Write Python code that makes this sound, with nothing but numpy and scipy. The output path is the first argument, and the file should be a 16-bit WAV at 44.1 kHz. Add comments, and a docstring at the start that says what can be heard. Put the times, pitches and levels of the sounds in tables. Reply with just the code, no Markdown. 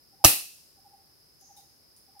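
"""One slingshot shot in a forest camp: the bands whip forward, slap with a crack and flap slack.
Shaped noise bursts make the rush and crack, damped sines the flap, slowly fading noise the trees' answer.
Afterwards the next pellet is picked up with a few faint clinks: short noise bursts at narrow resonances.
Insects drone near 5 kHz as narrow noise, one rasps briefly, and a far bird repeats three gliding-sine hoots.
"""
import sys
import numpy as np
from scipy import signal
from scipy.fft import rfft, irfft, next_fast_len
from scipy.io import wavfile
from scipy.ndimage import map_coordinates

SR = 44100
rng = np.random.default_rng(int(sys.argv[2]) if len(sys.argv) > 2 else 0)


def wav_record(signal):
    """Record a signal, one row per channel, as 16-bit PCM in the file named by sys.argv[1]."""
    frames = np.transpose(np.atleast_2d(signal))
    bounded = np.clip(frames, -1, 1)
    # unit amplitude maps onto the largest positive 16-bit level
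    quanta = np.round(bounded * 32767).astype(np.int16)
    wavfile.write(sys.argv[1], SR, quanta)


N = 97020

# Spectrum of the quiet air: columns f/Hz, relative level/dB
AIR_SPECTRUM = [(20, -29.5), (40, -4), (65, -1), (140, -1.5), (200, -6), (320, -4.5), (600, -9.5),
                (1100, -14), (2000, -16.5), (3400, -20), (4400, -13.5), (6000, -17.5), (7400, -23.5),
                (10500, -11), (13000, -13.5), (15800, -17.5)]
# Left-right likeness of the air: columns f/Hz, correlation/1
AIR_LIKENESS = [(60, .2), (300, 0.35), (1200, 0.0072)]
# Stereo balance of the air: columns f/Hz, left minus right/dB
AIR_BALANCE = [(2000, 1), (5000, 0), (10000, 2.5), (15000, 3.5)]
# Loudness contour of the rasping insect: columns t/s, level/dB
RASP_CONTOUR = [(1.368, -89.5), (1.405, -64.5), (1.441, -59), (1.53, -61.5), (1.65, -69.5), (1.78, -77),
                (1.9, -96)]
# Spectrum of the rasp: columns f/Hz, relative level/dB
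RASP_SPECTRUM = [(4500, -51.5), (5400, -8), (6000, -0.5), (6800, -0.5), (7200, -36.5), (9000, -59.5)]
# Phrases of the bird: columns t/s, level relative to the notes/dB
BIRD_PHRASES = [(0.12, 0.5), (.767, 0.5), (1.412, 0), (2.073, 0)]
# Notes of a phrase: columns delay t/s, length t/s, start f/Hz, end f/Hz, level/dB
HOOT_NOTES = [(0, 0.039, 837, 765, -61), (.072, .046, 932.4, 776.2, -54.5), (.148, .05, 930, 773, -54)]
# Colour of the hoots' echo: columns f/Hz, gain level/dB
HOOT_ECHO_COLOUR = [(750, -2.5), (820, 0), (900, 5.5)]
# Spectrum of the bands rushing forward: columns f/Hz, relative level/dB
WHIP_SPECTRUM = [(100, -10.5), (300, 1), (480, -6.5), (780, 8), (1200, -7.5), (1900, -21), (2800, -7.5),
                 (3800, -14.5), (5000, -6), (7300, -18), (11000, -2.5), (15500, -11)]
# Spectrum of the crack: columns f/Hz, relative level/dB
CRACK_SPECTRUM = [(150, -27.5), (330, -8.5), (490, -9.5), (700, 0.5), (950, -7.5), (1170, -1.5),
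                  (1650, -21), (2250, -6.5), (2730, 2), (3500, -13.5), (4200, -6), (4650, -6.5),
                  (5150, -0.5), (6000, 2), (7400, -14), (8600, -5), (11000, -6.5), (15000, -8.5)]
# Left-right likeness of the direct shot: columns f/Hz, correlation/1
CRACK_LIKENESS = [(400, .98), (1500, 1), (5000, 0.64), (11000, .55)]
# Treble snaps, the slap then its first returns from nearby surfaces: columns delay after slap t/s, level/dB
SLAP_SNAPS = [(.0003, -2), (.0034, -8), (.0094, -13.5), (.014, -17)]
# Spectrum of each snap: columns f/Hz, relative level/dB
SNAP_SPECTRUM = [(2000, -25), (4200, -6), (5600, 1.5), (7400, -10), (9000, -2), (11000, 0), (15000, -1)]
# Modes of flapping bands, pouch and wooden fork: columns delay after slap t/s, f/Hz, level/dB, T60 t/s
FLAP_MODES = [(0.0017, 90, -13, .06), (.0025, 125, -25, 0.11), (.002, 315, -15, 0.039),
              (.0005, 630, -14, 0.02), (0.00098, 790, -12.5, .025), (0.0011, 1170, -19.5, .025)]
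# Starting spectrum of the crack scattered by ground, hut and trees: columns f/Hz, relative level/dB
SCATTER_SPECTRUM = [(35, -40.5), (70, -12.5), (120, -9), (180, -18), (250, -10.5), (315, -3.5),
                    (380, -14.5), (440, -10.5), (520, -13.5), (660, -8), (850, -9), (950, -15),
                    (1150, -11.5), (1500, -14), (1950, -9), (2300, -11), (2700, 0.5), (3250, -11.5),
                    (4100, -5), (6000, -8), (7200, -10), (9000, -3.5), (10700, 0), (13200, -2), (15500, -7)]
# Decay of the scattered crack: columns f/Hz, T60 t/s
SCATTER_DECAY = [(80, .2), (300, .26), (900, 0.32), (2500, .34), (5000, 0.41), (10000, .35), (15500, .32)]
# Left-right likeness of the diffuse forest: columns f/Hz, correlation/1
FOREST_LIKENESS = [(80, .95), (400, 0.56), (900, .45), (2000, 0.061), (8000, 0.095)]
# Spectrum of the answer from more distant trees: columns f/Hz, relative level/dB
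LATE_SPECTRUM = [(1500, -22.5), (2300, -15), (2750, -3), (3300, -7.5), (4200, -1), (6000, 0), (7500, -4.5),
                 (10000, 0), (13000, -4), (15500, -8)]
# Pellet clinks: columns t/s, level/dB, ring f/Hz, click relative to ring level/dB, echo level/dB
PELLET_CLINKS = [(1.408, -56.5, 10900, -4, -18), (1.565, -58, 9830, 4, 3.5), (1.696, -66, 10160, -4, -16),
                 (1.963, -54, 9730, -3.5, 2.5), (2.193, -45.5, 9690, -12.5, 7)]
# Spectrum of jostled pellets, also of each click: columns f/Hz, relative level/dB
RATTLE_SPECTRUM = [(2000, -15.5), (3500, -11), (6000, -2), (8000, -7.5), (9800, -2.5), (12000, -3),
                   (15500, -4.5)]
# Narrow rings within the rattle: columns f/Hz, level relative to the rattle/dB
RATTLE_RESONANCES = [(3780, -5), (9850, -13)]

# Resonance widths are taken between the half-amplitude points; T60 is the time to fall by 60 dB.
AIR_DB = -63
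DRONE_HZ, DRONE_WIDTH_HZ, DRONE_DB = 5099, 580, -64
DRONE_FLUTTER_DB, INSECT_PAN_DB = 0.5, -1  # pan: left minus right
HOOT_FALL, HOOT_PEAK_LATE = 2.3, 1.3  # exponents: glide curvature, delay of the loudness peak
HOOT_WET_DB, HOOT_ROOM_T60_S = -3.5, 0.5

SHOT_S = 0.2461  # the bands slap
PORT_LAG_S = 0.000045  # the direct sound reaches the right microphone port first
WHIP_LEAD_S, WHIP_RISE_S, WHIP_DB = 0.0062, 0.0026, -20
CRACK_DB, CRACK_RISE_S, CRACK_HOLD_S, CRACK_T60_S = -2.5, 0.00089, 0.0014, 0.027
SNAP_RISE_S, SNAP_HOLD_S, SNAP_T60_S = 0.00027, 0.0008, 0.012
FLAP_RISE_S = 0.001
SCATTER_DB, SCATTER_RISE_S = -9.5, 0.005
RING_HZ, RING_WIDTH_HZ, RING_DB, RING_T60_S = 2640, 280, -28.5, 0.45  # the slap's strongest resonance
LATE_DB, LATE_RISE_S, LATE_T60_S = -40.5, 0.12, 0.834

RATTLE_S, RATTLE_DB, RATTLE_RISE_S, RATTLE_T60_S = 1.563, -57.5, 0.0092, 0.336
CLINK_WIDTH_HZ, CLINK_RISE_S, CLINK_T60_S = 230, 0.001, 0.069
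CLINK_PAN_DB, CLINK_ROOM_T60_S = 6, 0.41

LOW_CUT_HZ, CLIP_TOP = 38, 1.05
TOP_HZ, TOP_SLOPE_HZ = 16100, 500  # upper band limit and the width of its slope


def amp(db):
    """Level: an amplitude ratio is ten to the power of decibels over twenty."""
    return 10 ** (np.asarray(db) / 20)


def pan(db):
    """Level difference: the two channels' gains differ by db, left minus right."""
    return amp([[db / 2], [-db / 2]])


def unit(x):
    """Normalisation: division by the root mean square gives unit power."""
    return x / np.sqrt(np.mean(x ** 2) + 1e-20)


def along(points, hz):
    """Logarithmic frequency scale: (f, value) points are interpolated along log f."""
    f, value = np.transpose(points)
    return np.interp(np.log(hz + 1), np.log(f + 1), value)


def since(s):
    """Causality: seconds elapsed since s, zero before it."""
    return np.maximum(np.arange(N) / SR - s, 0)


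def burst(s, rise, t60, hold=0):
    """Exponential damping: an envelope with linear rise, hold, then constant loss in dB per second."""
    attack = np.minimum(since(s) / rise, 1)
    return attack * amp(-60 * since(s + rise + hold) / t60)


def filtered(x, response):
    """Linear filtering: the spectrum is multiplied by a frequency response."""
    m = next_fast_len(N + SR // 2)  # zero padding
    hz = np.fft.rfftfreq(m, 1 / SR)
    return irfft(rfft(x, m) * response(hz), m)[..., :N]


def colour(points):
    """Spectral shaping: a frequency response drawn through (f/Hz, level/dB) points."""
    return lambda hz: amp(along(points, hz))


def resonance(centre_hz, width):
    """Resonance: the response peaks at the centre and falls steeply on both sides."""
    return lambda hz: 1 / (1 + ((hz - centre_hz) / (width / 2)) ** 2)


def noise(response, alike=FOREST_LIKENESS):
    """Interchannel correlation: mid and side noises are mixed to a given likeness, with rms 1."""
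    def mid_side(hz):
        turn = np.arccos(np.clip(along(alike, hz), -1, 1)) / 2
        return response(hz) * np.array([np.cos(turn), np.sin(turn)])

    mid, side = filtered(rng.standard_normal((2, N)), mid_side)
    return unit(np.array([mid + side, mid - side]))


def echo(x, t60):
    """Diffuse scattering: convolution with a decaying noise tail, scaled to unit energy on the left."""
    tail = noise(np.ones_like) * burst(0, 0.0083, t60)
    tail = tail / np.linalg.norm(tail[0])
    return signal.fftconvolve(np.atleast_2d(x), tail, axes=1)[:, :N]


def air():
    """Steady background noise: coloured noise whose stereo balance varies with frequency."""
    def balance(hz):
        return amp(along(AIR_BALANCE, hz) * np.array([[0.5], [-0.5]]))

    return filtered(amp(AIR_DB) * noise(colour(AIR_SPECTRUM), AIR_LIKENESS), balance)


def insects(flutter_rate=40):
    """Narrow-band noise: a blurred chorus flutters in level; a higher noise band makes one brief rasp."""
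    # random values at flutter_rate per second, smoothly interpolated
    flutter_points = rng.standard_normal(int(N * flutter_rate / SR) + 4)
    flutter = map_coordinates(flutter_points, [np.arange(N) * flutter_rate / SR])
    drone_gain = amp(DRONE_DB + DRONE_FLUTTER_DB * flutter)
    drone = drone_gain * noise(resonance(DRONE_HZ, DRONE_WIDTH_HZ))

    rasp_gain = amp(np.interp(since(0), *np.transpose(RASP_CONTOUR)))
    rasp = rasp_gain * noise(colour(RASP_SPECTRUM))
    return (drone + rasp) * pan(INSECT_PAN_DB)


def bird():
    """Frequency glide: integrating a falling pitch gives the phase of each pure hoot, echoed by the forest."""
    song = np.zeros(N)
    for s, phrase_db in BIRD_PHRASES:
        for delay, length, start_hz, end_hz, db in HOOT_NOTES:
            u = np.minimum(since(s + delay) / length, 1)  # progress through the note
            pitch = end_hz + (start_hz - end_hz) * (1 - u) ** HOOT_FALL
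            swell = np.sin(np.pi * u ** HOOT_PEAK_LATE)
            tone = np.sin(2 * np.pi * np.cumsum(pitch) / SR)
            song += amp(phrase_db + db) * swell * tone
    wet = echo(filtered(song, colour(HOOT_ECHO_COLOUR)), HOOT_ROOM_T60_S)
    return song + amp(HOOT_WET_DB) * wet


def whip():
    """Turbulence: the bands rush forward just before the slap, as a swelling burst of noise."""
    envelope = burst(SHOT_S - WHIP_LEAD_S, WHIP_RISE_S, CRACK_T60_S, WHIP_LEAD_S - WHIP_RISE_S)
    # squaring bends the rise upward and halves the decay time
    return amp(WHIP_DB) * noise(colour(WHIP_SPECTRUM), CRACK_LIKENESS) * envelope ** 2


def crack():
    """Impact: the slap and its puff of air give a broadband burst with a very short decay."""
    envelope = burst(SHOT_S, CRACK_RISE_S, CRACK_T60_S, CRACK_HOLD_S)
    return amp(CRACK_DB) * noise(colour(CRACK_SPECTRUM), CRACK_LIKENESS) * envelope


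def snaps():
    """Early reflection: the bright edge of the slap is followed by its first, weaker returns."""
    out = 0
    for delay, db in SLAP_SNAPS:
        envelope = burst(SHOT_S + delay, SNAP_RISE_S, SNAP_T60_S, SNAP_HOLD_S)
        out = out + amp(db) * noise(colour(SNAP_SPECTRUM), CRACK_LIKENESS) * envelope
    return out


def flap():
    """Modal vibration: bands, pouch and knocked fork ring as a sum of damped sines."""
    out = np.zeros(N)
    for delay, hz, db, t60 in FLAP_MODES:
        start = SHOT_S + delay
        out += amp(db) * np.sin(2 * np.pi * hz * since(start)) * burst(start, FLAP_RISE_S, t60)
    return out


def slingshot():
    """Superposition: whip, crack, snaps and flap add, and the path difference delays the left channel."""
    left, right = whip() + crack() + snaps() + flap()
    return np.array([np.roll(left, round(PORT_LAG_S * SR)), right])


def scatter():
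    """Reverberation: the near wash decays at its own rate per band; a resonance and far trees linger."""
    hz, t, bands = signal.stft(noise(colour(SCATTER_SPECTRUM)), SR, nperseg=512)
    fade = amp(-60 * np.maximum(t - SHOT_S, 0) / along(SCATTER_DECAY, hz)[:, None])
    wash = signal.istft(bands * fade, SR, nperseg=512)[1][:, :N]
    wash = wash * np.minimum(since(SHOT_S) / SCATTER_RISE_S, 1)
    ring = noise(resonance(RING_HZ, RING_WIDTH_HZ)) * burst(SHOT_S, SCATTER_RISE_S, RING_T60_S)
    late = noise(colour(LATE_SPECTRUM)) * burst(SHOT_S, LATE_RISE_S, LATE_T60_S)
    return amp(SCATTER_DB) * wash + amp(RING_DB) * ring + amp(LATE_DB) * late


def rattle():
    """Multiple impact: jostled pellets give broad noise and narrow rings under one decay."""
    body = noise(colour(RATTLE_SPECTRUM))
    for hz, db in RATTLE_RESONANCES:
        body = body + amp(db) * noise(resonance(hz, CLINK_WIDTH_HZ))
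    return amp(RATTLE_DB) * body * burst(RATTLE_S, RATTLE_RISE_S, RATTLE_T60_S)


def clinks():
    """Impact of small hard bodies: each clink joins a narrow ring to a broad click, and echoes."""
    out = np.zeros((2, N))
    for s, db, hz, click_db, wet_db in PELLET_CLINKS:
        ring = noise(resonance(hz, CLINK_WIDTH_HZ))
        click = amp(click_db) * noise(colour(RATTLE_SPECTRUM))
        clink = amp(db) * burst(s, CLINK_RISE_S, CLINK_T60_S) * (ring + click)
        out += clink * pan(CLINK_PAN_DB) + amp(wet_db) * echo(clink, CLINK_ROOM_T60_S)
    return out


def scene():
    """Superposition: the shot and the pellets add to the quiet forest."""
    return air() + insects() + bird() + slingshot() + scatter() + clinks() + rattle()


def record(dry):
    """Band limiting and overload: deep bass is cut, peaks are clipped, and the top band is removed."""
    high_pass = signal.butter(2, LOW_CUT_HZ, "highpass", fs=SR, output="sos")
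    thinned = signal.sosfilt(high_pass, dry)
    clipped = np.clip(thinned, -CLIP_TOP, CLIP_TOP)

    def band_limit(hz):
        return np.sin(np.pi / 2 * np.clip((TOP_HZ - hz) / TOP_SLOPE_HZ, 0, 1)) ** 2

    return filtered(clipped, band_limit)


dry = scene()
out = record(dry)
wav_record(out)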